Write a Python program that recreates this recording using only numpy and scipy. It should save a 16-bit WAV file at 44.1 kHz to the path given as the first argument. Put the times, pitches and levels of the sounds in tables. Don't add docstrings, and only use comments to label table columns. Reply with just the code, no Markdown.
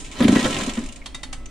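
import sys
import numpy as np
from scipy import signal
from scipy.fft import rfft, irfft, next_fast_len
from scipy.io import wavfile
from scipy.ndimage import map_coordinates

SR = 44100
rng = np.random.default_rng(int(sys.argv[2]) if len(sys.argv) > 2 else 0)


def transcribe(signal):
    frames = np.atleast_2d(signal).T
    limited = np.clip(frames, -1, 1)
    pcm = np.round(limited * 32767).astype(np.int16)
    wavfile.write(sys.argv[1], SR, pcm)


N = 66150


def amp(db):
    return 10 ** (np.asarray(db) / 20)


def unit(x):
    return x / np.sqrt(np.mean(x ** 2) + 1e-20)


def along(points, hz):
    point_hz, values = np.transpose(points)
    return np.interp(np.log(hz + 1), np.log(point_hz + 1), values)


def level(points):
    return amp(np.interp(np.arange(N) / SR, *np.transpose(points)))


def since(start_s):
    return np.maximum(np.arange(N) / SR - start_s, 0)


def burst(start_s, attack_s, hold_s, t60_s):
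    t = since(start_s)
    rise = 1 - np.exp(-t / attack_s)
    fall = amp(-60 * np.maximum(t - hold_s, 0) / t60_s)
    return rise * fall


def filtered(x, response):
    size = next_fast_len(N + SR // 2)
    spectrum = rfft(x, size) * response(np.fft.rfftfreq(size, 1 / SR))
    return irfft(spectrum, size)[..., :N]


def resonant(x, resonances):
    def response(f):
        return 1 + sum((amp(lift_db) - 1) * 1j * f * width / (hz * hz - f * f + 1j * f * width)
                       for hz, width, lift_db in resonances)
    return filtered(x, response)


# (frequency [Hz], side level over middle level [dB])
STEREO_WIDTH = [(25, -10), (60, -16), (150, -21), (280, -21.5), (500, -12.5), (1000, -4.5), (2000, -5),
                (4000, -7), (7500, -0.5), (12000, 1)]


def spread(pair):
    def middle_and_side(hz):
        angle = np.arctan(amp(along(STEREO_WIDTH, hz)))
        return np.array([np.cos(angle), np.sin(angle)])
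    mid, side = filtered(pair, middle_and_side)
    return np.array([mid + side, mid - side])


def noise(colour):
    coloured = filtered(rng.standard_normal((2, N)), lambda hz: amp(along(colour, hz)))
    return unit(spread(coloured))


def ring(start_s, modes):
    t = since(start_s)
    out = np.zeros((2, N))
    for hz, db, t60_s in modes:
        strength = amp(db + rng.normal(0, 0.86))
        turns = hz * t + rng.random() + rng.normal(0, 0.041, (2, 1))
        out += strength * burst(start_s, 0.0023, 0, t60_s) * np.sin(2 * np.pi * turns)
    return out


# (frequency [Hz], time to fall by 60 dB [s])
GARAGE_DECAY = [(100, 0.57), (260, 0.55), (1000, 0.42), (4000, 0.25), (10000, 0.28)]


def garage(x):
    hz, t, cells = signal.stft(rng.standard_normal((2, SR // 2)), SR, nperseg=256)
    fade = amp(-60 * t / along(GARAGE_DECAY, hz)[:, None])
    tail = signal.istft(cells * fade, SR, nperseg=256)[1]
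    tail = tail / np.linalg.norm(tail[0])
    tail = np.pad(tail, ((0, 0), (SR // 125, 0)))
    return spread(signal.fftconvolve(np.atleast_2d(x), tail, axes=1)[:, :N])


# (time [s], level [dB])
WIND_LEVEL = [(0, -34.5), (.15, -37.5), (.24, -35), (.45, -39), (.65, -37), (.87, -35.5), (1.0, -40),
              (1.15, -37), (1.5, -34)]
# (frequency [Hz], level [dB])
WIND_COLOUR = [(12, 1), (26, 9), (38, -7), (54, -0.5), (75, -13.5), (110, -13.5), (180, -22), (400, -26),
               (2000, -97)]
# (frequency [Hz], level [dB])
AIR_COLOUR = [(60, -38), (170, -8), (260, 11), (420, -10), (560, -2.5), (1000, -14.5), (2500, -12.5),
              (5000, -23.5), (9000, -28), (11000, -45), (15000, -33)]
AIR_DB = -49


def background():
    wind = level(WIND_LEVEL) * noise(WIND_COLOUR)
    air = amp(AIR_DB) * noise(AIR_COLOUR)
    return wind + air


# (time [s], level [dB])
WHIRR_LEVEL = [(0, -44), (.10, -48.5), (.15, -41), (.20, -31), (.26, -33.5), (.33, -27), (.40, -27),
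               (.49, -28.5), (.60, -30), (.68, -33), (.75, -40.5), (.83, -42.5), (.93, -51), (1.02, -55),
               (1.5, -62)]
# (frequency [Hz], level [dB])
WHIRR_COLOUR = [(40, -6.5), (130, 3), (260, 7), (440, 0.5), (540, -5.5), (700, -1.5), (1100, -8),
                (2000, -7), (3600, -7), (4600, -12), (7500, -12.5), (9600, -17.5), (11500, -28.5),
                (14500, -36), (16000, -60)]
# (frequency [Hz], level against each other [dB])
CASE_MODES = [(524, 3), (1003, 1.5), (1057, 1.5), (1335, 0.5), (1531, -9), (1900, -3), (3047, -4),
              (3704, -18), (4070, -5.5)]
CASE_T60_S, CASE_DB = 0.058, -6
TEETH_PER_S, TEETH_SPREAD_DB = 3500, 1
GRIND_PER_S, GRIND_DB = 200, 1


def gears():
    slow_steps = np.arange(N) * GRIND_PER_S / SR
    clumps = amp(GRIND_DB * map_coordinates(rng.standard_normal(N), [slow_steps]))
    contacts = rng.random(N) < TEETH_PER_S / SR
    strength = amp(TEETH_SPREAD_DB * rng.standard_normal(N))
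    hits = clumps * contacts * strength * rng.standard_normal((2, N))
    clatter = unit(spread(filtered(hits, lambda hz: amp(along(WHIRR_COLOUR, hz)))))
    case_ring = ring(0, [(hz, db, CASE_T60_S) for hz, db in CASE_MODES])
    case = signal.fftconvolve(hits, case_ring, axes=1)[:, :N]
    return level(WHIRR_LEVEL) * (clatter + amp(CASE_DB) * unit(spread(case)))


# (frequency [Hz], level [dB])
TICK_BODY = [(300, -29), (1200, -17), (2300, 5), (3600, -0.5), (4400, -6.5), (7000, -17), (12000, -29)]
TICK_TREBLE = [(1000, -33), (4000, -16), (5200, -1), (5900, 0), (7000, 6.5), (7800, 3), (8600, 4),
               (9700, -3.5), (11200, -37), (14500, -35)]
# (frequency [Hz], width [Hz], lift [dB])
RATCHET_RESONANCES = [(2310, 180, -1), (3020, 110, 4), (3690, 180, 5), (4960, 150, 4.5), (7000, 260, 1.5),
                      (8650, 89, -7.5)]


def ratchet(contacts, attack_s, hold_s, t60_s):
    shapes = np.array([burst(start_s, attack_s, hold_s, t60_s) for start_s, _, _ in contacts])
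    body, treble = amp(np.array(contacts)[:, 1:]).T @ shapes
    friction = body * noise(TICK_BODY) + treble * noise(TICK_TREBLE)
    return amp(-2) * resonant(friction, RATCHET_RESONANCES)


# (time [s], body level [dB], treble level [dB])
SCRAPES = [(0, -44.5, -37.5), (.045, -42.5, -43.5), (.113, -40.5, -42), (.170, -42, -64)]


def scrapes():
    return ratchet(SCRAPES, attack_s=0.00097, hold_s=0.0072, t60_s=0.22)


# (time [s], level [dB], hold [s], resonance [Hz])
GUSTS = [(0.203, -20, 0.0055, 526), (0.219, -25.5, 0.029, 760), (0.28, -17, 0.0055, 640),
         (0.354, -20, 0.018, 1955), (0.441, -30, 0.0042, 2540), (0.449, -19.5, 0.014, 1536),
         (0.599, -29, 0.0052, 1360), (0.766, -34, 0.02, 1040)]
# (frequency [Hz], level [dB])
GAS_COLOUR = [(60, 2), (150, 7), (330, 8.5), (450, -5), (530, 2), (900, -3), (1600, -1.5), (1950, -3),
              (2150, -12.5), (3700, -10), (5000, -29), (9500, -22.5), (11500, -34), (15000, -43)]
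# (frequency [Hz], width [Hz], lift [dB])
CHAMBER = [(519.8, 12, 13.5)]
GUST_ATTACK_S, GUST_T60_S = 0.0025, 0.071
GUST_WIDTH_HZ, GUST_LIFT_DB = 52, 8.5


def ports():
    gas = noise(GAS_COLOUR)
    gusts = np.zeros((2, N))
    for start_s, db, hold_s, hz in GUSTS:
        gust = amp(db) * burst(start_s, GUST_ATTACK_S, hold_s, GUST_T60_S) * gas
        gusts += resonant(gust, [(hz, GUST_WIDTH_HZ, GUST_LIFT_DB)])
    return resonant(gusts, CHAMBER)


# (time [s], level [dB], hold [s], pitch [Hz])
PUFFS = [(0.205, -7.5, 0.021, 242.6), (0.238, -7, 0.0046, 262), (0.248, -2.5, 0.011, 251.7),
         (0.265, -11, 0.0078, 223), (0.287, -2, 0.0097, 227), (0.307, -15, 0.0074, 222),
         (0.324, -3, 0.008, 252.5), (0.348, -18, 0.01, 209), (0.361, -4, 0.0079, 245),
         (.382, -13, 0.017, 269), (0.429, -18, 0.0079, 257), (0.452, -11, 0.006, 227),
         (.620, -23, 0.012, 216), (.674, -18, 0.017, 253), (0.775, -15, 0.014, 237),
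         (0.802, -25, 0.0092, 268), (0.834, -37, 0.0072, 265)]
# (multiple of the pitch, level [dB])
PIPE_TONES = [(1, -1.5), (1.52, -15), (.66, -18.5)]
PUFF_ATTACK_S, PUFF_T60_S, PUFF_ECHO_DB = 0.0022, 0.026, -12.5


def exhaust():
    out = np.zeros((2, N))
    for start_s, db, hold_s, hz in PUFFS:
        tone = np.zeros(N)
        for i, (multiple, tone_db) in enumerate(PIPE_TONES):
            phase = (i > 0) * rng.random()
            tone += amp(tone_db) * np.sin(2 * np.pi * (multiple * hz * since(start_s) + phase))
        puff = amp(db) * burst(start_s, PUFF_ATTACK_S, hold_s, PUFF_T60_S) * tone
        out += puff + amp(PUFF_ECHO_DB) * garage(puff)
    return out


# (time [s], body level [dB], treble level [dB])
TICKS = [(.222, -27, -56), (.243, -25, -41), (0.28, -22.5, -27), (.320, -54, -31.5), (.354, -23, -33),
         (0.379, -37, -31.5), (.395, -29, -31), (.409, -29.5, -36), (0.426, -36, -33), (.444, -23, -38),
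         (.458, -58, -27.5), (.476, -41, -32), (.506, -30, -30.5), (.526, -28, -37), (.543, -27.5, -32.5),
         (.565, -27.5, -39), (0.585, -34, -29.5), (0.609, -25.5, -32), (.633, -30.5, -30.5),
         (0.663, -37.5, -30.5), (0.694, -26, -32), (.735, -39, -34.5), (.752, -37, -37), (.771, -35, -44),
         (0.79, -45, -37.5), (.811, -46, -46), (.837, -43.5, -40), (.860, -42, -38.5), (.887, -42, -40.5),
         (.923, -43, -38.5), (.959, -42, -39)]


def ticks():
    return ratchet(TICKS, attack_s=0.00059, hold_s=0.0042, t60_s=0.054)


# (time [s], pitch [Hz], level [dB])
TINKS = [(0.228, 10520, -36.5), (.890, 2920, -41.5), (1.015, 2270, -44)]
TINK_WIDTH_HZ, TINK_ATTACK_S, TINK_HOLD_S, TINK_T60_S = 430, 0.0011, 0.0089, 0.039


def tinks():
    out = np.zeros((2, N))
    for start_s, hz, db in TINKS:
        hiss = rng.standard_normal((2, N))
        buzz = filtered(hiss, lambda f: 1 / (1 + (2 * (f - hz) / TINK_WIDTH_HZ) ** 2))
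        shape = burst(start_s, TINK_ATTACK_S, TINK_HOLD_S, TINK_T60_S)
        out += amp(db) * shape * unit(spread(buzz))
    return out


# (time [s], level [dB], treble level [dB], ring level [dB], lower resonance [Hz], upper resonance [Hz])
CLACKS = [(1.058, -32.5, -40, -41, 3240, 4100), (1.145, -33.5, -37.5, -31.5, 2220, 4770),
          (1.231, -31.5, -39, -33, 1840, 4400), (1.327, -31.5, -36, -46, 1900, 7800)]
# (frequency [Hz], level [dB])
CLACK_COLOUR = [(200, 0), (500, -8.5), (800, 3.5), (1300, -0.5), (2100, -2), (2900, 1.5), (4000, -0.5),
                (5500, -3.5), (8000, -8.5), (9700, -4), (11500, -32), (15000, -27)]
STOP_COLOUR = [(500, -32), (1700, -14), (2400, 0), (3050, -4), (3400, -6), (5200, -16), (5900, -1),
               (6600, 0), (8200, -5.5), (9600, -23), (15000, -44)]
CLACK_ATTACK_S, CLACK_HOLD_S, CLACK_T60_S = 0.0014, 0.0044, 0.068
CONTACT_WIDTHS_HZ, CONTACT_LIFT_DB = (240, 170), 6.5
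STOP_S, STOP_DB, STOP_T60_S = 1.457, -36.5, 0.03


def lever():
    body, treble = noise(CLACK_COLOUR), noise(TICK_TREBLE)
    stop_shape = burst(STOP_S, CLACK_ATTACK_S, CLACK_HOLD_S, STOP_T60_S)
    out = amp(STOP_DB) * stop_shape * noise(STOP_COLOUR)
    for start_s, db, treble_db, _, *contact_hz in CLACKS:
        shape = burst(start_s, CLACK_ATTACK_S, CLACK_HOLD_S, CLACK_T60_S)
        crack = shape * (amp(db) * body + amp(treble_db) * treble)
        resonances = [(hz, width, CONTACT_LIFT_DB) for hz, width in zip(contact_hz, CONTACT_WIDTHS_HZ)]
        out += resonant(crack, resonances)
    return out


# (frequency [Hz], level [dB], time to fall by 60 dB [s])
LEVER_MODES = [(1012, -13, 0.1), (1350, -17, 0.15), (2010, -19, 1), (2020, 5, 0.034), (3620, -13, 0.044),
               (3710, 5, 0.08), (3750, -12, 0.042), (7790, -11, 0.053), (9340, -32, 0.033)]
LEVER_ECHO_DB = -18


def lever_steel():
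    steel = sum(amp(ring_db) * ring(start_s, LEVER_MODES) for start_s, _, _, ring_db, *_ in CLACKS)
    return steel + amp(LEVER_ECHO_DB) * garage(steel)


SPRING_S, SPRING_HZ, SPRING_DB, SPRING_T60_S = 1.27, 1303, -53, 3.0


def spring():
    tone = np.sin(2 * np.pi * SPRING_HZ * since(SPRING_S))
    return amp(SPRING_DB) * burst(SPRING_S, 0.03, 0, SPRING_T60_S) * tone


METAL_ECHO_DB = -9.5


def scene():
    metal = gears() + scrapes() + ports() + ticks() + tinks() + lever()
    metal_in_garage = metal + amp(METAL_ECHO_DB) * garage(metal)
    return background() + metal_in_garage + exhaust() + lever_steel() + spring()


# (frequency [Hz], left over right [dB])
BALANCE = [(200, 0), (500, 0.7), (1000, -2), (2000, -1), (4000, -1.3), (8000, -0.5), (12000, 1.5)]
TOP_HZ = 15700


def record(dry):
    def response(hz):
        sides = np.array([[0.5], [-0.5]])
        return amp(along(BALANCE, hz) * sides) * (hz < TOP_HZ)
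    return filtered(dry, response)


dry = scene()
out = record(dry)
transcribe(out)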